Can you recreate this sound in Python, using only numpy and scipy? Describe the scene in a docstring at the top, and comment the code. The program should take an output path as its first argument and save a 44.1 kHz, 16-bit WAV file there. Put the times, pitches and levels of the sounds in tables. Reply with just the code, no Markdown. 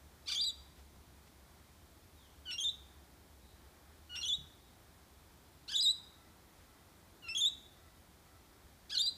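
"""A bird just outside a screen door calls six times, each a low, rasping squeal that cracks upward into a
shrill whistle as its vibrating membrane flips register. Three drawn calls climb the same six notes; three
sharp ones swoop and leap briefly to a top note. The porch and the hallway ring after them.
Farther off, birds chirp and call faintly; a pet bumps the floor once and fur brushes the door.
Under it all, the small microphone picks up a low hum and a quiet outdoor hush."""
import sys
import numpy as np
from scipy import signal
from scipy.fft import rfft, irfft, next_fast_len
from scipy.io import wavfile
from scipy.ndimage import uniform_filter1d, map_coordinates

SR = 44100
rng = np.random.default_rng(int(sys.argv[2]) if len(sys.argv) > 2 else 0)


def dump_mix(stems):
    """Bounce the given channels to the path in sys.argv[1] as a 16-bit WAV at rate SR."""
    frames = np.atleast_2d(stems).T  # one column per channel
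    limited = np.clip(frames, -1, 1)  # hard clip at full scale
    pcm = np.round(limited * 32767).astype(np.int16)
    wavfile.write(sys.argv[1], SR, pcm)


N = 404397

# colour of the outdoor hush: frequency_hz, relative_db
HUSH_COLOUR = [(12, -50), (20, -12), (57, -6.5), (76, -1), (118, -12), (170, -10.5), (206, -13.5),
               (340, -13.5), (488, -19.5), (782, -18), (2660, -27), (3810, -26.5), (6460, -30.5),
               (14100, -32), (15300, -32.5)]
# course that the hum wavers around: time_s, level_db
HUM_LEVELS = [(0, -65), (.8, -66), (1.4, -65.5), (1.8, -72), (3.1, -64.5), (4, -68), (5.2, -72.5),
              (8.6, -76.5), (9.15, -70)]
# soft contacts of the pet's one bump: start_s, strike_db
PET_CONTACTS = [(4.384, -52.5), (4.413, -55), (4.440, -58)]
# modes of the floor: frequency_hz, gain_db, t60_s
FLOOR_MODES = [(71, -3, 0.117), (139, 8, 0.051), (186, -17, 0.028)]
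# fur against the door: centre_s, half_length_s, level_db
FUR_BRUSHES = [(0.788, .025, -64.5), (1.277, .01, -64), (6.603, 0.069, -69.5)]

# distant chirps: start_s, length_s, start_hz, end_hz, source_db, rasp (0-1)
FAR_CHIRPS = [(2.17, .11, 3880, 2880, -64, .03), (3.41, .15, 3880, 3930, -69, .25),
              (4.645, .03, 3720, 3760, -64, .1)]
# distant nasal calls: start_s, source_db
FAR_NASAL_CALLS = [(6.16, -64.5), (6.67, -68), (7.27, -64.5), (7.78, -65), (8.27, -66.5)]
# strength of a harmonic by where it falls, for each voice: frequency_hz, relative_db
FAR_CHIRP_COLOUR = [(4000, -1), (7500, -14)]
FAR_NASAL_COLOUR = [(650, -8), (1300, 1), (1950, 0), (2600, -18)]
SWOOP_SQUEAL_COLOUR = [(1150, -19.5), (1550, -9), (2400, -7.5), (3100, 2), (3600, -1), (4300, 10),
                       (4800, 1.5), (5600, -4), (7200, -16.5), (9500, -22), (12000, -39)]
DRAWN_SQUEAL_COLOUR = [(1400, -11.5), (2900, 3.5), (4300, -10.5), (5800, -20), (7300, -25), (10000, -38)]
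NEAR_WHISTLE_COLOUR = [(2700, 6), (3100, -1.5), (3500, 0.5), (4800, 1.5), (5500, 5.5), (6300, -8),
                       (7000, -12), (8000, -11.5), (8600, -14.5), (9500, -17), (10200, -31), (11000, -21),
                       (12000, -32.5), (15000, -32)]
# colour of the air in a rasp: frequency_hz, relative_db
BREATH_COLOUR = [(1000, -23), (2400, -15), (3700, 10.5), (4900, -31), (7000, -5), (10000, -10),
                 (15000, -20)]

# squeals opening the sharp calls, and two brief ones inside drawn calls, one curve each:
# time_s, pitch_hz, level_db, rasp (0-1)
SWOOP_SQUEALS = [
    [(.258, 1250, -50, 0.01), (.271, 1352, -50, 0.3), (.274, 1012, -44, 0.13), (.284, 1221, -35.5, .2),
     (.293, 1084, -34, 0.45), (.296, 1499, -41, .3), (.303, 1561, -33.5, 0.27), (.312, 1410, -42, .45),
     (.322, 1184, -31, 0.3), (.342, 1180, -39.5, 0.42), (.353, 1126, -34, 0.6)],
    [(2.527, 1384, -40, 0.35), (2.548, 1335, -51, 0.29)],
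    [(4.212, 1412, -34.5, 0.15), (4.233, 1367, -44.5, 0.14)],
    [(5.678, 1290, -44, 0.25), (5.697, 1533, -39.5, 0.26), (5.714, 1765, -45.5, 0.24),
     (5.722, 1710, -37, 0.64), (5.727, 1610, -40.5, 0.1), (5.736, 1604, -35, 0.13)],
    [(8.894, 1066, -44.5, .18), (8.912, 1340, -41.5, 0.32), (8.918, 1620, -42, 0.22),
     (8.931, 1710, -36.5, 0.08), (8.943, 1600, -39.5, 0), (8.955, 1435, -30.5, 0.17),
     (8.966, 1443, -39, 0.33)],
]
# whistles of the sharp calls, one curve each: time_s, pitch_hz, level_db, rasp (0-1), overtones_db
SHARP_WHISTLES = [
    [(.352, 3600, -29, 0.4, 5), (.361, 3115, -36, 0, 2.5), (.372, 3400, -32.5, 0.27, -5),
     (.4, 3570, -31, .1, -6), (.413, 4110, -30, 0.1, -7), (.441, 3640, -31.5, 0.2, 0),
     (.462, 4120, -36, .1, -5), (.472, 3890, -31.5, 0.15, 5), (.492, 3845, -32.5, 0.01, -1),
     (.498, 3450, -39.5, 0.11, 2), (.507, 3530, -39, 0.1, 1)],
    [(5.735, 3050, -34, .39, -5), (5.743, 2953, -35.5, 0.1, -3), (5.747, 3410, -33, .11, -6),
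     (5.765, 3890, -25, 0.24, -2.5), (5.772, 3410, -32, 0.06, 3), (5.782, 3570, -32, 0.19, 3),
     (5.788, 3280, -32.5, 0.2, 6), (5.797, 3885, -28, 0.02, -6), (5.842, 4050, -29.5, 0.09, 8.5),
     (5.87, 3678, -23.5, .04, -8), (5.905, 3984, -26, .034, -2), (5.921, 3996, -34, 0, 4)],
    [(8.966, 3850, -29, 0.22, -18), (8.981, 4240, -24, 0.1, -21), (8.984, 3140, -34.5, .06, 2.5),
     (8.997, 3663, -29.5, 0.23, 2), (9.014, 3660, -25.5, 0.08, 1.5), (9.02, 4000, -28, .04, -6),
     (9.069, 3780, -30.5, .04, -2), (9.08, 4076, -28, 0.12, -4.5), (9.098, 4080, -33.5, .04, -8)],
]
# the top note of each sharp whistle: start_s, length_s, pitch_hz, level_db
TOP_NOTES = [(.413, .028, 4730, -29), (5.808, 0.019, 4915, -29), (9.019, .043, 4725, -31)]
# squeals opening the drawn calls:
# start_s, crack_s, settled_hz, crack_db, overtones_db, start_pitch_factor, crack_rasp (0-1), fade_s
DRAWN_OPENINGS = [(2.454, 2.51, 1486, -41.5, 4.5, 1.08, 0.56, .03),
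                  (4.093, 4.157, 1459, -45, -3.5, 1, 0.79, 0.0445),
                  (7.221, 7.285, 1386, -49, -2, 1.08, 0.45, .008)]
# six notes of a drawn whistle before voicing (held note, step, dip, flick, crest, final rise):
# start_hz, middle_hz, end_hz, start_db, middle_db, end_db, start_rasp, end_rasp (0-1), overtones_db
DRAWN_NOTES = [(2680, 2800, 2760, -42, -43, -56, .25, 0.04, 0),
               (3270, 3340, 3450, -36, -35, -34.5, 0.15, 0.21, -6),
               (3153, 3120, 3350, -37.5, -36, -37.5, 0.17, .08, 5),
               (3457, 3770, 3500, -38, -32.5, -34, 0.2, 0.14, 1.5),
               (3564, 3480, 3420, -30.5, -30, -31.5, 0.13, 0.04, -2.5),
               (3426, 3770, 3810, -26.5, -29.5, -34, .05, 0.03, -4)]
# note onsets and end of each drawn whistle: held_s, step_s, dip_s, flick_s, crest_s, rise_s, end_s
DRAWN_NOTE_EDGES = [(2.511, 2.582, 2.603, 2.639, 2.648, 2.684, 2.701),
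                    (4.157, 4.230, 4.254, 4.282, 4.290, 4.329, 4.356),
                    (7.283, 7.350, 7.374, 7.407, 7.417, 7.450, 7.488)]
# voicing of each drawn whistle: held_pitch_factor, dip_pitch_factor, crest_pitch_factor, early_gain_db,
# late_gain_db, early_overtones_db, dip_overtones_db, late_overtones_db, rasp_factor
DRAWN_VOICINGS = [(1.0, 1.014, 1.03, 1, -1, 2.5, 0.5, -7, 0.88),
                  (1.012, .955, 0.99, 0, -1.5, 1, -4, -4, 1.53),
                  (.962, 1.025, 1.012, 3.5, 3, -1.5, 1, -0.5, 0.91)]

# how strongly the walls answer: frequency_hz, gain_db
WALL_COLOUR = [(600, -4), (1450, 5), (2750, 0.5), (3600, 0), (4300, -2), (4850, 1.5), (5500, 4),
               (7300, 0.5), (10000, -2)]
# how long the porch and the hallway ring: frequency_hz, t60_s
PORCH_DECAY = [(500, 0.39), (4000, 0.24), (12000, 0.11)]
HALLWAY_DECAY = [(500, 1), (3800, 0.69), (8000, 0.65), (14000, 0.63)]


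def amp(db):
    """Decibels to gain."""
    return 10 ** (np.asarray(db) / 20)


def unit(x):
    """Scale to rms 1."""
    return x / np.sqrt(np.mean(x ** 2) + 1e-20)


def along(points, hz):
    """Interpolate (frequency_hz, value) points on a log frequency axis."""
    knots_hz, values = np.transpose(points)
    return np.interp(np.log(hz + 1), np.log(knots_hz + 1), values)


def wobble(rate):
    """A smooth random curve, rate knots a second."""
    return map_coordinates(rng.standard_normal(int(N * rate / SR) + 4), [np.arange(N) * rate / SR])


def filtered(x, response):
    """Filter x by a gain that depends on frequency."""
    size = next_fast_len(N + SR // 2)
    return irfft(rfft(x, size) * response(np.fft.rfftfreq(size, 1 / SR)), size)[:N]


def noise(colour):
    """Noise of rms 1 with the given colour."""
    return unit(filtered(rng.standard_normal(N), lambda hz: amp(along(colour, hz))))


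def low_hum(pitch_hz=70, waver_db=3):
    """A low hum under everything, wavering in pitch and level."""
    phase = 2 * np.pi * np.cumsum(pitch_hz * (1 + 0.0607 * wobble(16))) / SR
    level_db = np.interp(np.arange(N) / SR, *np.transpose(HUM_LEVELS))
    return amp(level_db + waver_db * wobble(14)) * unit(np.sin(phase))


def outdoor_hush(level_db=-61.3, swell_db=0.67, dip_hz=2800, dip_width_hz=230, dip_db=-3):
    """The quiet air outside, swelling gently in its middle range."""
    hush = filtered(noise(HUSH_COLOUR), lambda hz: amp(dip_db * np.exp(-((hz - dip_hz) / dip_width_hz) ** 2)))
    middle = filtered(hush, lambda hz: amp(along([(80, -30), (200, -12.5), (1800, 4), (5000, -48)], hz)))
    swell = amp(swell_db * wobble(7.6)) - 1
    return amp(level_db) * (hush + middle * swell)


def floor_bump():
    """A pet bumps the floor: three quick, soft contacts ring its low modes."""
    age = np.arange(SR // 2) / SR
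    thud = sum(amp(db - 60 * age / t60) * np.sin(2 * np.pi * hz * age) for hz, db, t60 in FLOOR_MODES)
    blows = np.zeros(N)
    for start, strike_db in PET_CONTACTS:
        blows[round(start * SR)] = amp(strike_db)
    return signal.fftconvolve(blows, thud)[:N]


def fur_on_door():
    """Fur brushes the door in brief, soft swells of noise."""
    t = np.arange(N) / SR
    strokes = sum(amp(db) * np.exp(-((t - centre) / width) ** 2) for centre, width, db in FUR_BRUSHES)
    return strokes * noise([(300, 3), (1500, 1), (5000, -5), (14000, -15)])


def echoes(x, decay, delay_s):
    """Diffuse reflections around the microphone: each frequency dies at its own speed."""
    hz, t, spectrum = signal.stft(rng.standard_normal(SR), SR, nperseg=256)
    fade = amp(-60 * t / along(decay, hz)[:, None])
    tail = signal.istft(spectrum * fade, SR, nperseg=256)[1]
    response = np.pad(tail / np.linalg.norm(tail), (int(delay_s * SR), 0))
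    return signal.fftconvolve(x, response)[:N]


def controls(phrases):
    """Whether a bird is blowing, then each column of its curves, sample by sample."""
    t = np.arange(N) / SR
    blowing = np.any([(t >= rows[0][0]) & (t < rows[-1][0]) for rows in phrases], axis=0).astype(float)
    points = np.vstack(phrases)
    times, *columns = points[np.argsort(points[:, 0])].T
    return [blowing] + [np.interp(t, times, column) for column in columns]


def syrinx(blowing, pitch, db, rasp, overtones_db=0, *,
           colour, harmonics, edge_s, build_s, tremor, jitter, buzz_hz, buzz, air_db):
    """A membrane's harmonics glide through a fixed colour; rasp makes them unsteady, buzzy and airy."""
    soften = lambda curve: uniform_filter1d(curve, max(int(edge_s * SR), 1))
    pitch, rasp = soften(pitch), soften(np.clip(rasp, 0, 1))
    unsteady = (tremor + jitter * rasp) * wobble(330)
    phase = 2 * np.pi * np.cumsum(pitch * (1 + unsteady)) / SR
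    # in rasping notes a slower second vibration shakes the membrane and adds sidebands
    shake = buzz * rasp * np.sin(2 * np.pi * np.cumsum(buzz_hz * (1 + .25 * wobble(200))) / SR)
    # out of silence the vibration needs a moment to build up
    keep = np.exp(-1 / (build_s * SR))
    build_up = signal.lfilter([1 - keep], [1, -keep], blowing)
    loudness = soften(blowing * build_up * amp(db))
    gains = [amp(along(colour, k * pitch) + (k > 1) * overtones_db) * (k * pitch < SR / 2)
             for k in range(1, harmonics + 1)]
    tone = sum(gain * np.sin(k * phase) for k, gain in enumerate(gains, 1)) / np.linalg.norm(gains, axis=0)
    breath = amp(air_db) * rasp * noise(BREATH_COLOUR)
    return loudness * (tone * (1 + shake) + breath)


def far_birds(nasal_s=.115, nasal_hz=672, droop_hz=24, nasal_rasp=0.0368):
    """Farther off: three thin chirps, then five nasal calls, each a small arch of pitch."""
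    chirps = [[(start, start_hz, db, rasp), (start + length, end_hz, db, rasp)]
              for start, length, start_hz, end_hz, db, rasp in FAR_CHIRPS]
    arch = np.linspace(-1, 1, 5)
    nasal = [[(start + nasal_s * (u + 1) / 2, nasal_hz - droop_hz * u * u, db, nasal_rasp) for u in arch]
             for start, db in FAR_NASAL_CALLS]
    voice = dict(edge_s=0.015, build_s=0.002, tremor=0.00468, jitter=0.124, buzz_hz=90, buzz=1, air_db=-12)
    return (syrinx(*controls(chirps), colour=FAR_CHIRP_COLOUR, harmonics=2, **voice)
            + syrinx(*controls(nasal), colour=FAR_NASAL_COLOUR, harmonics=4, **voice))


def drawn_squeal(start, crack, hz, db, overtones_db, start_factor, crack_rasp, fade_s):
    """Curve of a clean squeal that turns harsh as the whistle takes over."""
    sag, clean_rasp = 0.98, 0.035
    points = [(start, hz * start_factor, db - 7.5, clean_rasp),  # starts softly
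              (start + 0.02335, hz, db - 2.5, clean_rasp),  # settles
              (crack - 0.004, hz * sag, db + 4, clean_rasp),  # swells
              (crack, hz * sag ** 2, db, crack_rasp),  # cracks
              (crack + fade_s, hz * sag ** 2, db - 22.5, crack_rasp)]  # fades
    return [(*point, overtones_db) for point in points]


def drawn_whistle(edges, held, dip, crest, early_db, late_db,
                  early_bright_db, dip_bright_db, late_bright_db, harshness):
    """Curve of the six notes, each an arc of pitch and level, timed, bent and weighted for one call."""
    u = np.linspace(0, 1, 7)
    arc = lambda values: np.polyval(np.polyfit([0, .5, 1], values, 2), u)
    bends = [held, 1, dip, 1, crest, 1]
    gains_db = np.linspace(early_db, late_db, len(DRAWN_NOTES))
    brights_db = [early_bright_db, 0, dip_bright_db, 0, late_bright_db, late_bright_db]
    points = []
    for i, note in enumerate(DRAWN_NOTES):
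        pitches_hz, levels_db, rasps, overtones_db = note[:3], note[3:6], note[6:8], note[8]
        times = edges[i] + u * (edges[i + 1] - edges[i] - 1 / SR)
        pitch = bends[i] * arc(pitches_hz)
        level = gains_db[i] + arc(levels_db)
        rasp = harshness * np.interp(u, [0, .5], rasps)
        points += zip(times, pitch, level, rasp, np.full_like(u, overtones_db + brights_db[i]))
    return points


def low_register():
    """The membrane's low, rasping squeals, swooping or drawn."""
    swoops = syrinx(*controls(SWOOP_SQUEALS), colour=SWOOP_SQUEAL_COLOUR, harmonics=10, edge_s=0.0024,
                    build_s=0.0038, tremor=.0022, jitter=0.0598, buzz_hz=515, buzz=1, air_db=-5)
    curves = [drawn_squeal(*row) for row in DRAWN_OPENINGS]
    drawn = syrinx(*controls(curves), colour=DRAWN_SQUEAL_COLOUR, harmonics=6, edge_s=0.0031,
                   build_s=0.0027, tremor=0.0023, jitter=.14, buzz_hz=591, buzz=1.4, air_db=-5)
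    return swoops + drawn


def high_register(leap_rasp=0.034, leap_overtones_db=-8.5):
    """The whistles that close the calls; in a leap the voice jumps to a purer top note and back."""
    drawn = [drawn_whistle(edges, *voicing) for edges, voicing in zip(DRAWN_NOTE_EDGES, DRAWN_VOICINGS)]
    blowing, *voice = controls(SHARP_WHISTLES + drawn)
    t = np.arange(N) / SR
    for start, length, top_hz, top_db in TOP_NOTES:
        leaping = (t >= start) & (t < start + length)
        top_note = [top_hz, top_db, leap_rasp, leap_overtones_db]
        voice = [np.where(leaping, top, usual) for top, usual in zip(top_note, voice)]
    return syrinx(blowing, *voice, colour=NEAR_WHISTLE_COLOUR, harmonics=5, edge_s=0.0017,
                  build_s=0.0034, tremor=0.0026, jitter=0.052, buzz_hz=413, buzz=0.77, air_db=-16.5)


def near_bird():
    """Just outside the door, the voice flips from low register to high; both sound where it cracks."""
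    return low_register() + high_register()


def scene():
    """At the screen door the near bird is mostly direct; the far ones arrive half as echo."""
    near, far = near_bird(), far_birds() / 2
    reflected = filtered(near, lambda hz: amp(along(WALL_COLOUR, hz)))
    porch = amp(-11.5) * echoes(reflected, PORCH_DECAY, delay_s=.004)
    hallway = echoes(amp(-19.5) * reflected + far, HALLWAY_DECAY, delay_s=.012)
    pet = floor_bump() + fur_on_door()
    return (near + far + porch + hallway + pet + low_hum() + outdoor_hush())[None]


def record(dry, bass_hz=36, top_hz=15350):
    """The small microphone loses the deepest bass, and the recorder keeps nothing above its band limit."""
    thin = filtered(dry[0], lambda hz: hz ** 3 / np.sqrt(hz ** 6 + bass_hz ** 6))
    return filtered(thin, lambda hz: hz < top_hz)[None]


dry = scene()
out = record(dry)
dump_mix(out)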